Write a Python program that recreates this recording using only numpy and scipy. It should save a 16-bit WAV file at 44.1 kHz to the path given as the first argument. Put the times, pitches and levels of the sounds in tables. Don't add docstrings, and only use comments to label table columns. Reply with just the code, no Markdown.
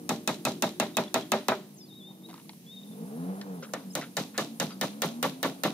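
import sys
import numpy as np
from scipy import signal
from scipy.fft import rfft, irfft
from scipy.io import wavfile
from scipy.ndimage import uniform_filter1d

SR = 44100
rng = np.random.default_rng(int(sys.argv[2]) if len(sys.argv) > 2 else 0)


def bounce(signal):
    frames = np.transpose(np.atleast_2d(signal))
    limited = np.clip(frames, -1, 1)
    pcm = np.round(limited * 32767).astype(np.int16)
    wavfile.write(sys.argv[1], SR, pcm)


def attenuation_scalar(level_db):
    decades = np.asarray(level_db, float) / 20
    return 10 ** decades


N = 252690


def curve(table):
    s, *columns = np.transpose(table)
    return [np.interp(np.arange(N) / SR, s, c) for c in columns]


def unit(x):
    return x / np.sqrt(np.mean(x ** 2))


def band(x, hz, octaves):
    edges = np.clip(hz * 2 ** (np.array([-octaves, octaves]) / 2), 10, .47 * SR)
    return signal.sosfilt(signal.butter(2, edges, "band", fs=SR, output="sos"), x)


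def highpass(x, order, hz):
    return signal.sosfilt(signal.butter(order, hz, "high", fs=SR, output="sos"), x)


def walk(rate):
    k = int(SR / rate)
    steps = np.repeat(rng.standard_normal(N // k + 1), k)
    return unit(uniform_filter1d(uniform_filter1d(steps, k), k)[:N])


def pair(mid, side, alike):
    alike = np.clip(alike, 0, 1)
    shared = mid * np.sqrt((1 + alike) / 2)
    opposed = side * np.sqrt((1 - alike) / 2)
    return np.array([[1], [1]]) * shared + np.array([[1], [-1]]) * opposed


def noise_pair(n, alike):
    return pair(*rng.standard_normal((2, n)), alike)


def place(x, left_lead, pan_db):
    x = x * np.ones((2, 1))
    turn = np.exp(1j * np.pi * np.fft.rfftfreq(N) * left_lead * np.array([[1], [-1]]))
    return irfft(rfft(x) * turn, N) * attenuation_scalar(np.array([[pan_db], [-pan_db]]) / 2)


def add(out, s, sound):
    i = int(s * SR)
    out[..., i:i + sound.shape[-1]] += sound[..., :N - i]


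def fade(t, t60):
    return np.exp(-np.log(1000) * t / t60)


# pitch_hz, level_db (per Hz)
YARD = [(30, -32.5), (80, -33.5), (105, -7), (200, 10), (400, -24), (700, -19), (1200, -41), (2200, -16.5),
        (3600, -28), (5500, -22), (8500, -26.5), (12000, -24), (13500, -26), (15500, -23.5)]
# start_s, end_s, level_db
INSECTS = [
    (0, 1.5, -63),
    (2.25, 2.6, -62.5),
    (2.85, 3.42, -60),
    (3.54, 5.73, -61.5),
]
YARD_DB, YARD_ALIKE_HZ = -53.5, 709
INSECT_REST_DB, INSECT_EDGE_S, CRICKETS_DB = -69, .12, -68
LULL_S, LULL_DB, LULL_EDGE_S = (1.72, 2.3), -3.5, .2


def yard():
    t = np.arange(N) / SR
    lull = 1. * ((t > LULL_S[0]) & (t < LULL_S[1]))
    lull_db = LULL_DB * uniform_filter1d(lull, int(LULL_EDGE_S * SR))
    yard_hz, yard_level_db = np.transpose(YARD)
    hum, swell = 0, walk(0.16)
    for hz in 30 * 2 ** np.arange(0, 9.2, 1 / 2):
        db = np.interp(np.log(hz), np.log(yard_hz), yard_level_db)
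        db = db + lull_db * (hz > 900) + 0.14 * swell + 0.17 * walk(8)
        alike = 1 / (1 + (hz / YARD_ALIKE_HZ) ** 2) + 0.065
        hum = hum + attenuation_scalar(db) * band(noise_pair(N, alike), hz, 1 / 2)
    hiss = noise_pair(N, 0.068)
    bouts = sum((db - INSECT_REST_DB) * ((t >= start) & (t < end)) for start, end, db in INSECTS)
    swell_db = INSECT_REST_DB + uniform_filter1d(bouts, int(INSECT_EDGE_S * SR))
    insects = unit(band(band(hiss, 10200, .5), 10200, .5)) * attenuation_scalar(swell_db + 1.2 * walk(40))
    crickets = unit(band(band(hiss, 12300, 0.09), 12300, 0.09)) * attenuation_scalar(CRICKETS_DB)
    return place(attenuation_scalar(YARD_DB) * unit(hum) + insects + crickets, 11.3, -.6)


DULL_HZ = 350


def engine(hz, pipe, stretch, jitter, wobble_db, dull_db=0):
    turns = np.cumsum(hz * (1 + jitter * walk(30))) / SR
    note, power = 0, 0
    for k in range(2, 14):
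        gain = 0
        for centre_hz, width_hz, db in pipe:
            detune = 2 * (k * hz / stretch - centre_hz) / width_hz
            gain = gain + attenuation_scalar(db) / (1 + detune ** 2) ** 2
        gain = gain * attenuation_scalar(dull_db * (k * hz > DULL_HZ))
        harmonic = np.sin(2 * np.pi * (k * turns + rng.random()))
        note = note + gain * attenuation_scalar(wobble_db * walk(26.015)) * harmonic
        power = power + gain ** 2 / 2
    return note / power ** 0.37, turns % 1


# time_s, firing_hz, level_db
BIKE = [(0, 57.3, -45.5), (1.2, 54.42, -55.5), (1.9, 49.98, -54.5), (2.3, 46.1, -49.5), (2.62, 35.1, -57),
        (2.88, 40.3, -45.5), (2.98, 49.13, -39.5), (3.19, 82.9, -36.5), (3.3, 94.2, -32),
        (3.42, 99.94, -38), (3.55, 90.1, -36), (3.63, 76.74, -45), (3.85, 48.04, -45), (4, 44.25, -48),
        (4.66, 59.42, -46.5), (5.1, 76.06, -39.5), (5.4, 88.75, -46.5), (5.73, 93.3, -43)]
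# pitch_hz, width_hz, level_db
EXHAUST = [(190.6, 81, 1), (255.5, 59, -12), (378, 70, -19.5), (441, 72, -13), (680, 70, -28),
           (800, 80, -30), (990, 120, -31)]
RASP_DB, RASP_PER_NOTE, RASP_DB_PER_OCTAVE = -56.5, 0.6, 4.5
PIPE_STRETCH, PULL_S, HEAT_PER_S = 1.046, 4.08, 0.093
DULL_DB_PER_S = -6


def motorbike():
    hz, db = curve(BIKE)
    pulling_s = np.maximum(np.arange(N) / SR - PULL_S, 0)
    stretch = PIPE_STRETCH + HEAT_PER_S * pulling_s
    note, phase = engine(hz, EXHAUST, stretch, .009, 3.2, DULL_DB_PER_S * pulling_s)
    rasp_db = RASP_DB + RASP_PER_NOTE * (db + 45) + RASP_DB_PER_OCTAVE * np.log2(hz / 55)
    gas = noise_pair(N, 0.66) * (1.0 + np.exp(-phase / 0.59))
    return place(attenuation_scalar(db) * note + attenuation_scalar(rasp_db) * unit(band(gas, 345, 2.46)), 12.3, 0)


# time_s, firing_hz, level_db
IDLER = [
    (0, 50.14, -48.5),
    (2.0, 52.4, -58),
    (2.45, 55.1, -60),
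    (2.7, 51.9, -70),
    (5.73, 52.3, -81),
]
# pitch_hz, width_hz, level_db
IDLER_PIPE = [(105, 40, -8), (260, 16, -3), (333, 122, 0.5), (376.5, 21, -2), (457, 67, -18)]


def far_engine():
    hz, db = curve(IDLER)
    note, _ = engine(hz, IDLER_PIPE, 0.96, 0.0019, 3.4)
    return place(attenuation_scalar(db) * note, 10.0, 0)


# start_s, crack_peak_db, plank_ring_db, slap_s (plank on its rib), slap_peak_db
BLOWS = [(0.092, -23, -26, .1084, -18.5), (0.2754, -21, -24.5, .2917, -17.5),
         (0.451, -20.5, -26.5, .4717, -17), (0.623, -20, -23.5, .6389, -15.5),
         (0.799, -20, -19.5, .8272, -20.5), (0.969, -19, -20, .9864, -16.5),
         (1.1422, -18, -21, 1.1603, -15.5), (1.3186, -17.5, -17, 1.3393, -16),
         (1.4836, -19.5, -15, 1.5201, -14), (3.7358, -29.5, -23, 3.7522, -36),
         (3.952, -25, -26, 3.9695, -27), (4.168, -22.5, -26, 4.1845, -22), (4.378, -22, -26, 4.394, -17.5),
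         (4.5993, -21.5, -24.5, 4.6241, -22), (4.812, -21.5, -23.5, 4.8397, -18.5),
         (5.0193, -20, -26.5, 5.045, -18), (5.2273, -21, -22, 5.2528, -14.5),
         (5.429, -22, -24, 5.4552, -15), (5.6353, -20.5, -22.5, 5.6606, -16)]
FIRST_PEG = 9
HAMMER_LEAD = 2.3
TREBLE_DB, DULLING_DB = (-10, -7.5), (1.36, 1.5)
LATE_RING_DB, LATE_RING_PER_SLAP = (-4.5, -3.5), 0.62
THUMP_DB, THUMP_PER_RING = (-30, -32), 0.22


def peg_of(k):
    return int(k >= FIRST_PEG)


def colour(k):
    s, crack_db, plank_db, slap_s, slap_db = BLOWS[k]
    peg = peg_of(k)
    treble_db = crack_db + TREBLE_DB[peg] - DULLING_DB[peg] * (k - peg * FIRST_PEG)
    late_ring_db = LATE_RING_DB[peg] + LATE_RING_PER_SLAP * (slap_db - plank_db)
    thump_db = THUMP_DB[peg] + THUMP_PER_RING * (plank_db + 34.5)
    return treble_db, late_ring_db, thump_db


# pitch_hz, crack_db, crack_t60_s, ring_db, rise_s, hold_s, ring_t60_s,
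# left_right_likeness (0-1)
HULL = [(142.5, -19.5, 0.034, -14, 0.0038, 0.022, 0.24, 0.99),
        (230.3, -21, 0.063, -12, 0.0022, 0.04, 0.39, 0.97), (551, -7, 0.006, -13, 0.008, 0.031, 0.19, 0.9),
        (900, -12, 0.014, -9, 0.014, 0.019, 0.15, 0.53), (1700, -12, 0.12, -16, 0.006, 0.007, 0.12, 0.4),
        (2935, -15.5, 0.091, -20, 0.004, 0.0098, 0.27, 0),
        (4700, -3.5, 0.011, -21, 0.0066, 0.034, 0.16, 0.1),
        (6570, 2, 0.033, -19.5, 0.00084, 0.024, 0.35, 0.26),
        (11400, -6, 0.065, -11.5, 0.00082, 0.04, 0.22, 0),
        (13600, 12.5, 0.0051, -30, 0.0022, 0.02, 0.16, 0.6)]
# ring_time (share of the usual), sparkle_db, thump_db
LANDING = [(0.95, -7, 0.5), (0.9, -6.5, -1), (1.02, -3.5, -2), (0.93, -2.5, -2.5), (0.83, -2, 2),
           (0.94, 0.5, 0), (0.93, 1.5, 0), (0.91, 2, 0), (0.85, 3.5, .5), (0.78, -11, 2), (1.13, -1.5, 1.5),
           (0.98, -5, -1), (0.99, -4, -1.5), (0.99, -2, 4), (0.82, 2, 0.5), (1.03, 5, -2.5), (0.9, 8, -2.5),
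           (1.03, 8.5, -4.5), (.97, 9, 3)]
# low_body_db, upper_body_db, steel_click_db (over the crack), wall_echo_db
TONE = [(1.5, -1, 5, -1), (0, 0, 6, -1), (0.5, 0, 5, -1), (0, 0, 3, -1), (-0.5, 0.5, 6, 0), (-1, 0, 4, 0),
        (0, 0, 7, -1), (-0.5, 0.5, 8, -1), (-1.5, 0, 2.5, 0), (1.5, -0.5, 0.5, -3), (0, -1, -1, -1),
        (-1, -0.5, 3, 0.5), (-1.5, -0.5, 1.5, 1), (-1, -1, -0.5, 2), (-2, -0.5, -3, 2), (1, -0.5, 1.5, 0.5),
        (-1, -0.5, -1, 1), (0, -0.5, 4, 2.5), (-1, 0.5, 5, 2.5)]
SPLASH_DB = [0, 0.3, -0.8, -0.1, 3, -0.3, -1, -.6, 1.5, -10, 0.7, 0.5, -0.5, 2.5, 0.8, -0.5, 1, 0.5, 0]
SPIKE = (0.95, 0.38)
TOP_RING_DB = (6, -1.5)
LATE_RING_TOP_HZ = 8000
PATCH_DB, PATCH_S, TREBLE_PATCH = 4.3, .005, .75
WALL_S, WALL_DB, WALL_HZ, WALL_T60_S, WALL_TOP_DB = .0685, -18.5, 5200, .008, (-15, -15)
SHELTER_DB, SHELTER_HZ, SHELTER_T60_S = -24.5, 1040, 0.44
YARD_ECHO_DB, YARD_ECHO_T60_S = (-25.5, -21), 0.44


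def hull():
    t, out = np.arange(SR // 3) / SR, np.zeros((2, N))
    slapback = (t > WALL_S) * fade(np.abs(t - WALL_S), WALL_T60_S)
    for hz, crack_db, crack_t60, ring_db, rise, hold, t60, alike in HULL:
        dry, peg_grain = np.zeros((2, N)), rng.standard_normal((2, 2, len(t)))
        patches = rng.standard_normal((len(BLOWS) + 2, int(t[-1] / PATCH_S) + 2))
        wall = attenuation_scalar(WALL_DB) / (1 + np.log2(hz / WALL_HZ) ** (4 if hz < WALL_HZ else 2)) * slapback
        roof = (1 - fade(t, 0.12)) * fade(t, SHELTER_T60_S)
        roof = attenuation_scalar(SHELTER_DB) / (1 + np.log2(hz / SHELTER_HZ) ** 4) * roof
        far = (1 - fade(t, .2)) * fade(t, YARD_ECHO_T60_S)
        far = far / (1 + (np.log2(hz / 4000) / .45) ** 4)
        for k, (s, crack_peak_db, plank_db, *_) in enumerate(BLOWS):
            peg, (treble_db, late_db, thump_db) = peg_of(k), colour(k)
            ring_time, sparkle_db, landing_thump_db = LANDING[k]
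            low_db, upper_db, _, echo_db = TONE[k]
            crack = attenuation_scalar(crack_db) * (fade(t, crack_t60) + SPIKE[peg] * fade(t, 0.0059))
            free = ring_time if hz < 2500 else 1
            level_db = ring_db + SPLASH_DB[k] * (hz > 1500) + TOP_RING_DB[peg] * (hz > 13000)
            ring = (1 - np.exp(-t / rise)) * fade(np.maximum(t - hold * free, 0), t60 * free)
            patch = .7 * patches[-1 - peg] + .7 * patches[k]
            patch_db = PATCH_DB * (TREBLE_PATCH if hz > 2500 else 1)
            patch_db = patch_db * np.interp(t / PATCH_S, np.arange(len(patch)), patch)
            swell_db = min(late_db, 0) if hz > LATE_RING_TOP_HZ else late_db
            ring = attenuation_scalar(level_db) * ring * attenuation_scalar(swell_db + patch_db)
            wall_echo = wall + (hz > 9000) * attenuation_scalar(WALL_TOP_DB[peg]) * slapback
            wall_echo = attenuation_scalar(late_db + echo_db) * wall_echo
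            blow_db = np.interp(np.log(hz), np.log([250, 500, 1000, 3500, 9000, 13000]),
                                [thump_db + 6 + landing_thump_db, plank_db + low_db, plank_db + upper_db / 2,
                                 crack_peak_db + upper_db, treble_db + 1.5, treble_db + sparkle_db])
            shape = crack + ring + wall_echo + roof + attenuation_scalar(YARD_ECHO_DB[peg]) * far
            grain = 0.7 * peg_grain[peg] + 0.55 * rng.standard_normal((2, len(t)))
            add(dry, s, attenuation_scalar(blow_db) * shape * pair(*grain, alike))
        shade = attenuation_scalar(-2.5 * (hz / 13000) ** 4 * np.array([[1], [-1]]))
        octaves = 0.6 if 9000 < hz < 13000 else 0.84
        out += shade * band(dry, hz, octaves) * np.sqrt(SR / 2 / (0.82 * hz))
    return place(out, HAMMER_LEAD, 0.19)


PEG_SCATTER_DB, PEG_DRIFT = 2, .03
# pitch_hz, level_db, t60_s
STEEL = [(4300, -7, .004), (6500, -0.5, .005), (9300, -5, .004), (14300, -4, .003)]


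def steel():
    t, out = np.arange(SR // 50) / SR, np.zeros(N)
    hz, db, t60 = np.transpose(STEEL)[:, :, None]
    for (s, crack_db, *_), (_, _, click_db, _) in zip(BLOWS, TONE):
        drift = 1 + PEG_DRIFT * rng.standard_normal((len(hz), 1))
        modes = attenuation_scalar(crack_db + click_db - 6 + db) * np.sin(2 * np.pi * hz * drift * t) * fade(t, t60)
        add(out, s + .0004, modes.sum(0))
    return place(out, HAMMER_LEAD, -1.5)


# pitch_hz, level_db (under the crack), t60_s
PEG_1 = [(900, -22, 0.026), (1294, -4, 0.038), (1700, -12, 0.048), (2574, -0.5, 0.034), (3618, -18, 0.056)]
PEG_2 = [(797, -15, 0.029), (1470, -13.5, 0.035), (1763, -7, 0.066), (2864, -2.5, 0.027),
         (3646, -12.5, 0.046), (4235, -14, 0.025)]


def pegs():
    t, out = np.arange(SR // 3) / SR, np.zeros(N)
    for k, (s, crack_db, *_) in enumerate(BLOWS):
        hz, db, t60 = np.transpose((PEG_1, PEG_2)[peg_of(k)])[:, :, None]
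        chance = rng.standard_normal((2, len(hz), 1))
        tone = np.sin(2 * np.pi * hz * (1 + PEG_DRIFT * chance[1]) * t)
        level = attenuation_scalar(crack_db + TONE[k][1] + db + PEG_SCATTER_DB * chance[0])
        add(out, s + 0.001507, (level * tone * (1 - fade(t, 0.028)) * fade(t, t60)).sum(0))
    return place(out, HAMMER_LEAD, -0.36)


# pitch_hz, level_db, t60_s
PLANK_1 = [(219.5, -4, 0.33), (411.4, -5, 0.4), (387, -3, 0.33), (602.7, -1, 0.35), (742, 2.5, 0.098),
           (795, 1.5, 0.17), (981, -3.5, 0.15), (647, 7, 0.12), (1620, -5, 0.072), (515, -4, 0.15),
           (1946, -3, 0.07), (2410, -6.5, 0.08), (1252, -3, 0.1), (1397, -9, 0.18)]
PLANK_2 = [(215, -3.5, 0.17), (274.8, -3, 0.64), (410, -4, 0.2), (548.5, 6, 0.11), (604.6, 7.5, 0.11),
           (679, -2.5, 0.22), (348, 0.5, 0.16), (835, -1, 0.1), (1040, -15, 0.11), (1151, 0, 0.1),
           (1235, -5, 0.11), (1365, -1, 0.12), (1760, -4, 0.064), (2040, 0, 0.062)]
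REBOUND_DB, REBOUND_RISE_S = (-8.5, -7), 0.003
REBOUND_LEAD_S = (0.00197, .012)
MODE_DRIFT = .006


def planks():
    t, out = np.arange(SR // 3) / SR, np.zeros(N)
    for k, (blow_s, _, plank_db, slap_s, _) in enumerate(BLOWS):
        peg = peg_of(k)
        hz, db, t60 = np.transpose((PLANK_1, PLANK_2)[peg])[:, :, None]
        low_db, upper_db, *_ = TONE[k]
        swell_db = plank_db + colour(k)[1] + REBOUND_DB[peg]
        strike = (blow_s, plank_db - 16, .001)
        rebound = (slap_s - REBOUND_LEAD_S[peg], swell_db, REBOUND_RISE_S)
        for s, peak_db, rise in (strike, rebound):
            chance = rng.standard_normal((2, len(hz), 1))
            tone = np.sin(2 * np.pi * hz * (1 + MODE_DRIFT * chance[1]) * t)
            decay = fade(t, LANDING[k][0] * np.minimum(.8 * t60, .25))
            level = attenuation_scalar(db + 2.5 * chance[0] + np.where(hz < 900, low_db, upper_db))
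            add(out, s, attenuation_scalar(peak_db) * (level * tone * decay * (1 - np.exp(-t / rise))).sum(0))
    return place(out, HAMMER_LEAD, -0.36)


# start_s, peak_db
RATTLES = [(0.1162, -20.5), (0.6421, -23), (1.3426, -21), (1.4861, -12), (1.4848, -19), (1.3537, -22),
           (.305, -22), (.2995, -23), (1.4893, -26), (1.5025, -21), (3.9905, -28.5), (4.0022, -35),
           (4.6365, -35), (5.035, -23), (5.2463, -26), (5.2638, -23)]


def slaps():
    x, out = (np.arange(SR // 3) / SR - .0015) / .0003, np.zeros(N)
    push = (1 - x ** 2) * np.exp(-x ** 2 / 2)
    for k, (s, _, plank_db, slap_s, slap_db) in enumerate(BLOWS):
        add(out, s + 0.0012, -attenuation_scalar(plank_db) * push)
        add(out, slap_s - .0015, attenuation_scalar(slap_db + 1.5) * push * (1, -.6)[peg_of(k)])
    for s, db in RATTLES:
        add(out, s - .0015, attenuation_scalar(db) * push)
    return place(out, HAMMER_LEAD, -0.36)


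WIND_DB, GUST_DB, JOLT_DB, JOLT_T60_S = -90, 3, -34, .2
REV_S, REV_GUST_DB, REV_GUST_S = 3.32, -73, .2


def wind():
    t, jolts = np.arange(SR // 2) / SR, np.zeros(N)
    for k, blow in enumerate(BLOWS):
        add(jolts, blow[0], attenuation_scalar(colour(k)[2] + LANDING[k][2] + JOLT_DB) * fade(t, JOLT_T60_S))
    puff = attenuation_scalar(REV_GUST_DB) * np.exp(-((np.arange(N) / SR - REV_S) / REV_GUST_S) ** 2)
    level = attenuation_scalar(WIND_DB + GUST_DB * walk(2.4)) + jolts + puff
    return unit(band(noise_pair(N, 0.55), 52, 1.7)) * level


# level_db, then a pitch line of time_s, pitch_hz
WHISTLES = [
    (-58.5, [(1.783, 5350), (1.815, 5220), (1.83, 4900), (1.858, 4800)]),
    (-59, [(1.885, 3960), (1.904, 3680), (1.926, 3603), (1.945, 3940)]),
    (-55.5, [(1.95, 3650), (1.986, 3830), (2.02, 3420), (2.076, 3666), (2.12, 3690)]),
    (-54.5, [(2.234, 3650), (2.25, 3764), (2.265, 3900)]),
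    (-65, [(2.282, 3800), (2.304, 3600), (2.325, 3800)]),
    (-53.5, [(2.665, 3340), (2.718, 3640), (2.74, 3780), (2.755, 3680)]),
    (-55.5, [(2.76, 3820), (2.774, 3637), (2.79, 3710), (2.805, 3670)]),
]
# start_s, start_hz, end_hz, length_s, level_db
CHIRPS = [(0.941, 3430, 4070, 0.02, -56), (1.072, 3260, 3600, 0.017, -53.5),
          (1.219, 3050, 3550, 0.0185, -50.5), (1.735, 11300, 9400, .025, -59),
          (1.748, 7900, 7100, .032, -70), (1.762, 6860, 5740, 0.047, -63), (1.856, 4560, 4000, 0.032, -72),
          (1.85, 3500, 3520, .028, -72), (0.655, 3550, 3830, 0.03, -53), (1.807, 3600, 3530, 0.022, -65),
          (2.809, 3530, 3640, 0.013, -61), (2.831, 3720, 3700, 0.008, -57), (2.853, 3750, 3470, 0.038, -68),
          (2.885, 3730, 3694, 0.012, -65), (2.902, 3630, 3490, 0.049, -66), (3.897, 5323, 5060, 0.027, -57),
          (3.914, 7500, 7700, .018, -60), (3.928, 6600, 6000, 0.019, -57), (4.688, 5400, 5140, .02, -60),
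          (4.714, 4975, 4600, 0.029, -56)]
WHISTLE_ATTACK, WHISTLE_RELEASE, WHISTLE_EDGE_DB = 0.4, 0.21, -6.5
TREES_DB = -42.5


def birds():
    dry = np.zeros(N)
    for level_db, note in WHISTLES:
        hz, = curve(note)
        a, b = int(note[0][0] * SR), int(note[-1][0] * SR)
        edge_db = np.interp((np.arange(N) - a) / (b - a), [0, WHISTLE_ATTACK, 1 - WHISTLE_RELEASE, 1],
                            [WHISTLE_EDGE_DB, 0, 0, WHISTLE_EDGE_DB])
        level = np.sqrt(2) * attenuation_scalar(level_db + edge_db + 2.4 * walk(71))
        dry[a:b] += (level * np.sin(2 * np.pi * np.cumsum(hz) / SR))[a:b]
    for s, start_hz, end_hz, length, db in CHIRPS:
        n = int(length * SR)
        tone = np.sin(2 * np.pi * np.cumsum(np.linspace(start_hz, end_hz, n)) / SR)
        add(dry, s, 2 * attenuation_scalar(db) * np.hanning(n) * tone)
    t = np.arange(SR // 3) / SR
    trees = unit(rng.standard_normal((2, len(t)))) * fade(t, 0.62) * attenuation_scalar(TREES_DB)
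    return place(dry, -11.5, 3.2) + signal.fftconvolve(dry[None], trees, axes=1)[:, :N]


# start_s, peak_db, pitch_hz, t60_s,
# tick_db
KNOCKS = [(1.4842, -13, 680, .014, -30), (1.5205, -22, 1300, .06, -20), (2.075, -53, 780, 0.36, -15),
          (2.11, -52, 940, 0.087, -16), (2.4934, -44.5, 2250, 0.032, 7.5), (2.493, -42, 900, 0.07, 0.5),
          (2.349, -56, 5600, 0.01, -8), (2.449, -57, 7400, .012, -14), (3.4135, -42, 5200, .02, -3),
          (3.629, -41, 5700, .1, -20), (3.4133, -37, 1700, 0.06, 2.5), (3.624, -37.5, 1356, 0.1, -8),
          (3.646, -40, 1340, .06, -12), (3.667, -46, 1300, .06, -20), (3.632, -44, 2600, .08, -10),
          (3.63, -45, 2050, .08, -20), (3.636, -47, 3250, .06, -20), (3.69, -48, 1400, .05, -20),
          (2.342, -50, 3300, .02, -10), (2.379, -52, 2500, .02, -10), (2.399, -52, 2600, .02, -10),
          (2.296, -52, 2500, .05, -8), (2.497, -50, 4500, .02, -10), (3.627, -32, 522, 0.079, -21),
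          (3.804, -47, 500, 0.093, -20), (4.012, -34, 1980, 0.08, -1.5), (4.022, -35, 1420, 0.13, -6),
          (4.706, -41, 1290, 0.17, 2)]
# start_s, peak_db, pitch_hz, tick_db
RUMMAGE = [(2.224, -56, 980, 0.5), (2.287, -46, 900, -2), (2.294, -46, 800, -1), (2.301, -45, 800, 1.5),
           (2.311, -47, 750, 1.5), (2.329, -44, 1050, -3), (2.341, -38, 1050, -3), (2.359, -47, 1100, 0.5),
           (2.378, -43, 1050, -3), (2.398, -50, 1100, 1.5), (2.414, -55, 1100, 0.5),
           (2.455, -56, 1100, 1.5), (2.532, -50, 900, 1.5)]
RUMMAGE_T60_S = .03
KNOCK_TONE = .3


def knocks():
    t, out = np.arange(SR // 5) / SR, np.zeros((2, N))
    rummage = [(s, db, hz, RUMMAGE_T60_S, tick_db) for s, db, hz, tick_db in RUMMAGE]
    for s, db, hz, t60, tick_db in list(KNOCKS) + rummage:
        grain = noise_pair(len(t), 0.88) * fade(t, t60)
        body = band(grain, hz, .5)
        tick = band(grain * (.6 + fade(t, .015)), 2500, 2.1)
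        knock = (1 - KNOCK_TONE / 2) * body / np.abs(body).max()
        knock = knock + KNOCK_TONE * np.sin(2 * np.pi * hz * t) * fade(t, t60)
        knock = knock + attenuation_scalar(tick_db) * tick / np.abs(tick).max()
        add(out, s, attenuation_scalar(db) * knock)
    return place(out, 2.8, 0)


# start_s, length_s, level_db, pitch_hz
SCUFFS = [
    (2.285, .11, -63, 1500),
    (3.622, .025, -57, 2400),
    (4.01, .035, -50, 2000),
    (4.342, .025, -49, 1500),
    (4.692, .03, -54, 1900),
]
SCUFF_ATTACK_S, SCUFF_T60_S, SCUFF_GRAIN_DB = .004, .1, 2.5


def scuffs():
    t, out = np.arange(SR // 3) / SR, np.zeros((2, N))
    for s, length, db, hz in SCUFFS:
        shape = (1 - np.exp(-t / SCUFF_ATTACK_S)) * fade(np.maximum(t - length, 0), SCUFF_T60_S)
        steps = np.repeat(rng.standard_normal(len(t) // 128 + 1), 128)[:len(t)]
        grains = attenuation_scalar(SCUFF_GRAIN_DB * steps)
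        add(out, s, attenuation_scalar(db) * shape * unit(band(noise_pair(len(t), 0.8) * grains, hz, 1.23)))
    return place(out, 3.0, 0)


def scene():
    boat = highpass(hull() + pegs() + planks() + slaps(), 4, 125)
    return yard() + motorbike() + far_engine() + boat + steel() + birds() + knocks() + scuffs()


def low_pass(x):
    return signal.sosfilt(signal.butter(12, 16660, fs=SR, output="sos"), x)


# pitch_hz, width_hz, level_db
MIC = [(3900, 800, 6), (6600, 1500, 3), (14800, 1500, 3)]


def record(dry):
    for hz, width_hz, db in MIC:
        dry = dry + (attenuation_scalar(db) - 1) * signal.lfilter(*signal.iirpeak(hz, hz / width_hz, SR), dry)
    windy = highpass(dry, 5, 120) + wind()
    mix = signal.sosfilt(signal.ellip(8, .3, 35, 15600, fs=SR, output="sos"), windy)
    return low_pass(mix)


dry = scene()
out = record(dry)
bounce(out)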